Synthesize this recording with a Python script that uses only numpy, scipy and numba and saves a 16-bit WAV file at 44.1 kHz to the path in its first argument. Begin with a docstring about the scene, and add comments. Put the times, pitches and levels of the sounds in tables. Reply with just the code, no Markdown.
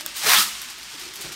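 """A bright rip of aluminium foil, pulled off its roll, torn along the box's toothed edge and swung aside.
The rip is a dense run of tiny fractures; its lowest resonance climbs as the attached strip shortens.
The loose sheet rustles and snaps, and the cardboard box rumbles in the hand.
A small room adds a short tail; faint noise and hum lie underneath."""
import sys
import numpy as np
from scipy import signal
from scipy.fft import rfft, irfft, next_fast_len
from scipy.io import wavfile
from scipy.ndimage import map_coordinates
from numba import njit

SR = 44100
rng = np.random.default_rng(int(sys.argv[2]) if len(sys.argv) > 2 else 0)


def log_audio(samples):
    """Write samples as a 16-bit WAV file to the path given in sys.argv[1]."""
    # one column per channel
    frames = np.atleast_2d(samples).T
    # limit to full scale, then quantise
    limited = np.clip(frames, -1, 1)
    pcm = np.round(limited * 32767).astype(np.int16)
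    wavfile.write(sys.argv[1], SR, pcm)


N = 59535

# rip force: t/s, level/dB
RIP_FORCE = [(.2, -46), (.235, -24.5), (.261, -22.5), (.269, -16), (.286, -17.5), (.296, -16),
             (.338, -12.5), (.365, -17.5), (.395, -17), (.428, -19), (.447, -31), (.52, -47)]
# lowest resonance of the attached strip: t/s, f/Hz
STRIP_RESONANCE = [(.23, 500), (.275, 540), (.31, 660), (.345, 807), (.39, 1060), (.44, 1260)]
# fracture spectrum: f/Hz, level/dB
FRACTURE_SPECTRUM = [(150, -26), (500, -3.5), (900, -2), (1300, -1), (1800, -9.5), (2900, -5), (4000, -1.1),
                     (5500, -2.5), (7500, -8), (9500, -6), (10700, -11), (12800, -6), (16000, -14)]
# taut sheet at the cutter: f/Hz, width/Hz, level/dB
CUTTER_MODES = [(1110, 55, -3.5), (1806, 280, 6), (2140, 100, 6), (2436, 250, 3)]
FRACTURES_PER_S, FRACTURE_SCATTER_DB = 9000, 1
SPURTS_PER_S, SPURT_DB = 300, 1.2


def rip():
    """Fractures spurt from tooth to tooth and shake the shrinking strip; the sheet rings most when taut."""
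    def taut_sheet(f):
        return sum((-1) ** k * amp(db) * resonance(f, hz, width_hz)
                   for k, (hz, width_hz, db) in enumerate(CUTTER_MODES))

    spurts = amp(SPURT_DB * wobble(SPURTS_PER_S))
    fractures = coloured(spurts * crackle(FRACTURES_PER_S, FRACTURE_SCATTER_DB), FRACTURE_SPECTRUM)
    ring = filtered(spurts * crackle(FRACTURES_PER_S, FRACTURE_SCATTER_DB), taut_sheet)
    sheet = unit(fractures) + amp(-6) * swell(centre_s=.3, sigma_s=.072) * unit(ring)
    corner_hz = curve(STRIP_RESONANCE)
    for _ in range(2):
        sheet = moving_highpass(sheet, corner_hz, damping=1.046)
    return amp(curve(RIP_FORCE, outside=-120)) * unit(sheet)


# last strip coming free: t/s, sigma/s, level/dB, f/Hz, half-width per filter stage/Hz
LAST_STRIP_RINGS = [(0.4085, 0.02, -27, 1280, 52), (0.367, 0.018, -19, 3370, 580)]


def last_strip():
    """The final fractures ring the narrow strip that still holds the sheet."""
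    out = np.zeros(N)
    for centre_s, sigma_s, db, hz, half_width_hz in LAST_STRIP_RINGS:
        fractures = crackle(FRACTURES_PER_S, FRACTURE_SCATTER_DB)
        ring = filtered(fractures, lambda f: resonance(f, hz, 2 * half_width_hz) ** 2)
        out += amp(db) * swell(centre_s, sigma_s) * unit(ring)
    return out


# buckling creases: t/s, level/dB, treble tilt/(dB/octave), relative trail level/dB
CREASE_SNAPS = [(.0092, -19, -2, -17.5), (0.0623, -7.5, 11.5, -32), (0.0782, -33, -6, -23),
                (0.1632, -19.5, 27.5, -2.5), (0.22, -39, -7, 1), (0.617, -18, 3, -16),
                (0.7, -32.5, -2.5, -1.5), (0.784, -34, 6, -11), (0.831, -24.5, -3, -15),
                (0.995, -35, -0.5, -0.5), (1.138, -29, 1.5, -10), (1.1567, -31.5, -1, -1),
                (1.21, -35, 0.5, 4), (1.321, -27, -2.5, -6)]
# snap spectrum: f/Hz, level/dB
SNAP_SPECTRUM = [(200, -39), (800, 0), (1500, -8), (2700, 2.5), (6000, 4.5), (10000, 1.5), (12500, 2.5),
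                 (16000, -6)]
# sheet modes rung by a snap: f/Hz, level/dB
SHEET_MODES = [(1650, -18), (3600, -15.5), (5400, -17)]
CRACK_T60_S, RING_T60_S, TRAIL_T60_S = .0031, .017, .15
REBOUND_S, REBOUND_DB = .00091, -19


def snaps():
    """Larger creases buckle with a crack, a quick rebound, a brief ring and a trail of crinkles."""
    out = np.zeros(N)
    for start_s, db, tilt_db, trail_db in CREASE_SNAPS:
        t = clock() - start_s
        rebound = amp(REBOUND_DB) * decay(t - REBOUND_S, CRACK_T60_S)
        crack = (decay(t, CRACK_T60_S) + rebound) * rng.choice([-1, 1], N)
        trail = amp(trail_db) * decay(t, TRAIL_T60_S) * crackle(per_s=7000, scatter_db=-3.5)
        modes = sum(amp(mode_db) * np.sin(2 * np.pi * hz * t) for hz, mode_db in SHEET_MODES)
        ring = decay(t, RING_T60_S) * modes
        out += amp(db) * (coloured(crack + trail, SNAP_SPECTRUM, tilt_db) + ring)
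    return out


# loose sheet motion: t/s, level/dB
SHEET_MOTION = [(0, -34), (.03, -40.5), (.055, -38.5), (.08, -35.5), (.14, -38.5), (.168, -30.5),
                (.205, -31), (.44, -29), (.52, -33.5), (.65, -36), (.76, -39), (.875, -38.5), (.925, -36),
                (.97, -38), (1.035, -35), (1.125, -39.5), (1.19, -38), (1.225, -34), (1.3, -37.5),
                (1.35, -37.5)]
# wrinkle spectrum: f/Hz, level/dB
WRINKLE_SPECTRUM = [(120, -34), (500, -21.5), (700, -13.5), (1000, -7), (1300, -4), (2000, -3.5),
                    (2800, -1.5), (5200, -2), (6500, -5.5), (9300, -7.5), (10600, -16.5), (13000, -13),
                    (16000, -25)]
TREBLE_HZ, TREBLE_DB_PER_DB = 7650, 1.07


def rustle():
    """Small wrinkles flip as the sheet moves; faster motion is louder and brighter."""
    motion_db = curve(SHEET_MOTION)
    wrinkles = unit(coloured(crackle(per_s=7000, scatter_db=3), WRINKLE_SPECTRUM))
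    treble = filtered(wrinkles, lambda f: 1 - 1 / (1 + (f / TREBLE_HZ) ** 4))
    treble_gain = amp(TREBLE_DB_PER_DB * (motion_db - motion_db.mean()))
    return amp(motion_db) * (wrinkles - treble + treble_gain * treble)


# shoves of the box: t/s, level/dB, sigma/s, f/Hz, relative scuff level/dB
BOX_SHOVES = [(0.031, -50, 0.029, 315, -11), (0.057, -52, 0.042, 598, -16), (0.259, -44, 0.018, 160, 1),
              (0.273, -37, 0.011, 436, -9), (0.289, -40, 0.01, 245, -1), (0.346, -47, 0.081, 340, -6),
              (0.343, -41, 0.0045, 130, -21), (0.396, -42.5, 0.029, 205, -13),
              (0.675, -54, 0.016, 252, -14), (0.951, -55.5, 0.013, 271, 8.5),
              (1.064, -46.5, 0.033, 369, -4), (1.206, -51.5, 0.014, 420, 3), (1.259, -44, 0.011, 150, 1),
              (1.277, -55, 0.043, 357, 5)]
# cardboard scuffing under the fingers: f/Hz, level/dB
SCUFF_SPECTRUM = [(25, -9), (55, 0), (100, 6.5), (380, 10.5), (550, 5), (900, 6.5), (1700, -28),
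                  (4000, -14.5)]
WAVERS_PER_S, WAVER_FRACTION, FLUTTER_DB = 110, .038, 5


def box():
    """Each shove makes the cardboard scuff and ring with a hollow, unsteady note."""
    out = np.zeros(N)
    for centre_s, db, sigma_s, hz, scuff_db in BOX_SHOVES:
        pitch_hz = hz * (1 + WAVER_FRACTION * wobble(WAVERS_PER_S))
        note = np.sin(2 * np.pi * np.cumsum(pitch_hz) / SR)
        boom = unit(note * amp(FLUTTER_DB * wobble(WAVERS_PER_S)))
        scuff = coloured(rng.standard_normal(N), SCUFF_SPECTRUM)
        out += amp(db) * swell(centre_s, sigma_s) * (boom + amp(scuff_db) * scuff)
    return out


# room decay: f/Hz, T60/s
ROOM_DECAY = [(150, 0.56), (1000, 0.27), (5000, 0.15), (15000, 0.28)]
ROOM_DELAY_S, ROOM_RENEW_S = .003, .04


def room(x):
    """The walls answer with a short, diffuse tail, redrawn at a fixed rate so it rings with no pitch."""
    hop = round(ROOM_RENEW_S * SR)
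    wet = np.zeros(N + 2 * SR)
    padded = np.pad(x, (hop, 2 * hop))
    fade = np.sin(np.pi * np.arange(2 * hop) / (2 * hop))
    for start in range(0, N + hop, hop):
        hz, t, noise = signal.stft(rng.standard_normal(SR // 2), SR, nperseg=256)
        t60_s = along(ROOM_DECAY, hz)[:, None]
        _, tail = signal.istft(noise * decay(t, t60_s), SR, nperseg=256)
        echo = signal.fftconvolve(padded[start:start + 2 * hop] * fade, tail / np.linalg.norm(tail))
        wet[start:start + len(echo)] += echo
    return filtered(wet[hop:hop + N], lambda f: np.exp(-2j * np.pi * f * ROOM_DELAY_S))


# hum tones: f/Hz, level/dB
HUM_TONES = [(54, -70), (58.2, -66.5)]
# room noise: f/Hz, level/dB
NOISE_SPECTRUM = [(20, -23), (50, -1.5), (90, -8), (200, -6), (370, -3.5), (520, -18), (2000, -6.5),
                  (16000, -44)]
NOISE_DB = -52.5


def background():
    """Two low tones beat under quiet room noise."""
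    hum = sum(amp(db) * unit(np.sin(2 * np.pi * (hz * clock() + rng.random()))) for hz, db in HUM_TONES)
    return hum + amp(NOISE_DB) * coloured(rng.standard_normal(N), NOISE_SPECTRUM)


def amp(db):
    """Decibels to gain."""
    return 10 ** (np.asarray(db) / 20)


def unit(x):
    """Scale to rms 1."""
    return x / np.sqrt(np.mean(x ** 2) + 1e-20)


def clock():
    """Sample times in s."""
    return np.arange(N) / SR


def curve(rows, outside=None):
    """Interpolate (t/s, value) rows at each sample."""
    return np.interp(clock(), *np.transpose(rows), left=outside, right=outside)


def along(rows, hz):
    """Interpolate (f/Hz, value) rows on a log axis."""
    f, values = np.transpose(rows)
    return np.interp(np.log(hz + 1), np.log(f + 1), values)


def swell(centre_s, sigma_s):
    """Gaussian envelope, peak 1."""
    return np.exp(-.5 * ((clock() - centre_s) / sigma_s) ** 2)


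def decay(t, t60_s):
    """Exponential decay from t = 0."""
    return (t >= 0) * amp(-60 * np.abs(t) / t60_s)


def wobble(knots_per_s):
    """Smooth random curve."""
    return map_coordinates(rng.standard_normal(4000), [clock() * knots_per_s], mode="wrap")


def crackle(per_s, scatter_db):
    """Clicks of random time, sign and size, rms 1."""
    hits = rng.random(N) < per_s / SR
    signs = rng.choice([-1, 1], N)
    sizes = amp(scatter_db * np.clip(rng.standard_normal(N), -2, 2))
    return unit(hits * signs * sizes)


def resonance(f, hz, width_hz):
    """Complex band-pass response of one mode."""
    return 1j * f * width_hz / (hz * hz - f * f + 1j * f * width_hz)


def filtered(x, response):
    """Apply a complex frequency response."""
    size = next_fast_len(N + SR // 2, True)
    return irfft(rfft(x, size) * response(np.fft.rfftfreq(size, 1 / SR)), size)[:N]


def coloured(x, spectrum, tilt_db=0):
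    """Unit-energy minimum-phase filter from (f/Hz, level/dB) rows; tilt per octave above 2 kHz."""
    size = 4096
    hz = np.fft.rfftfreq(size, 1 / SR)
    gain_db = along(spectrum, hz) + tilt_db * np.log2(np.maximum(hz, 2000))
    cepstrum = irfft(gain_db * np.log(10) / 20)
    cepstrum[1:size // 2] *= 2
    cepstrum[size // 2 + 1:] = 0
    kernel = irfft(np.exp(rfft(cepstrum)))
    return signal.fftconvolve(x, kernel / np.linalg.norm(kernel))[:N]


@njit
def moving_highpass(x, corner_hz, damping):
    """Resonant state-variable high-pass with a moving corner."""
    step = 2 * np.pi * corner_hz / SR
    high, low, band = np.zeros(len(x)), 0., 0.
    for i in range(len(x)):
        low += step[i] * band
        high[i] = x[i] - low - damping * band
        band += step[i] * high[i]
    return high


def scene(room_db=-7.5, snap_send_db=-16):
    """Foil and box in the room; the snaps face the listener and sound drier."""
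    diffuse = rip() + last_strip() + rustle() + box()
    cracks = snaps()
    wet_gain = amp(room_db)
    walls = wet_gain * room(diffuse + amp(snap_send_db) * cracks)
    mix = (diffuse + cracks + walls) / np.hypot(1, wet_gain)
    return (mix + background())[None]


def record(dry, ceiling=.88, cutoff_hz=15800):
    """Soft peak limit, then a steep low-pass."""
    limited = dry[0] / (1 + np.abs(dry[0] / ceiling) ** 6) ** (1 / 6)
    return filtered(limited, lambda f: 1 / np.sqrt(1 + (f / cutoff_hz) ** 500))[None]


dry = scene()
out = record(dry)
log_audio(out)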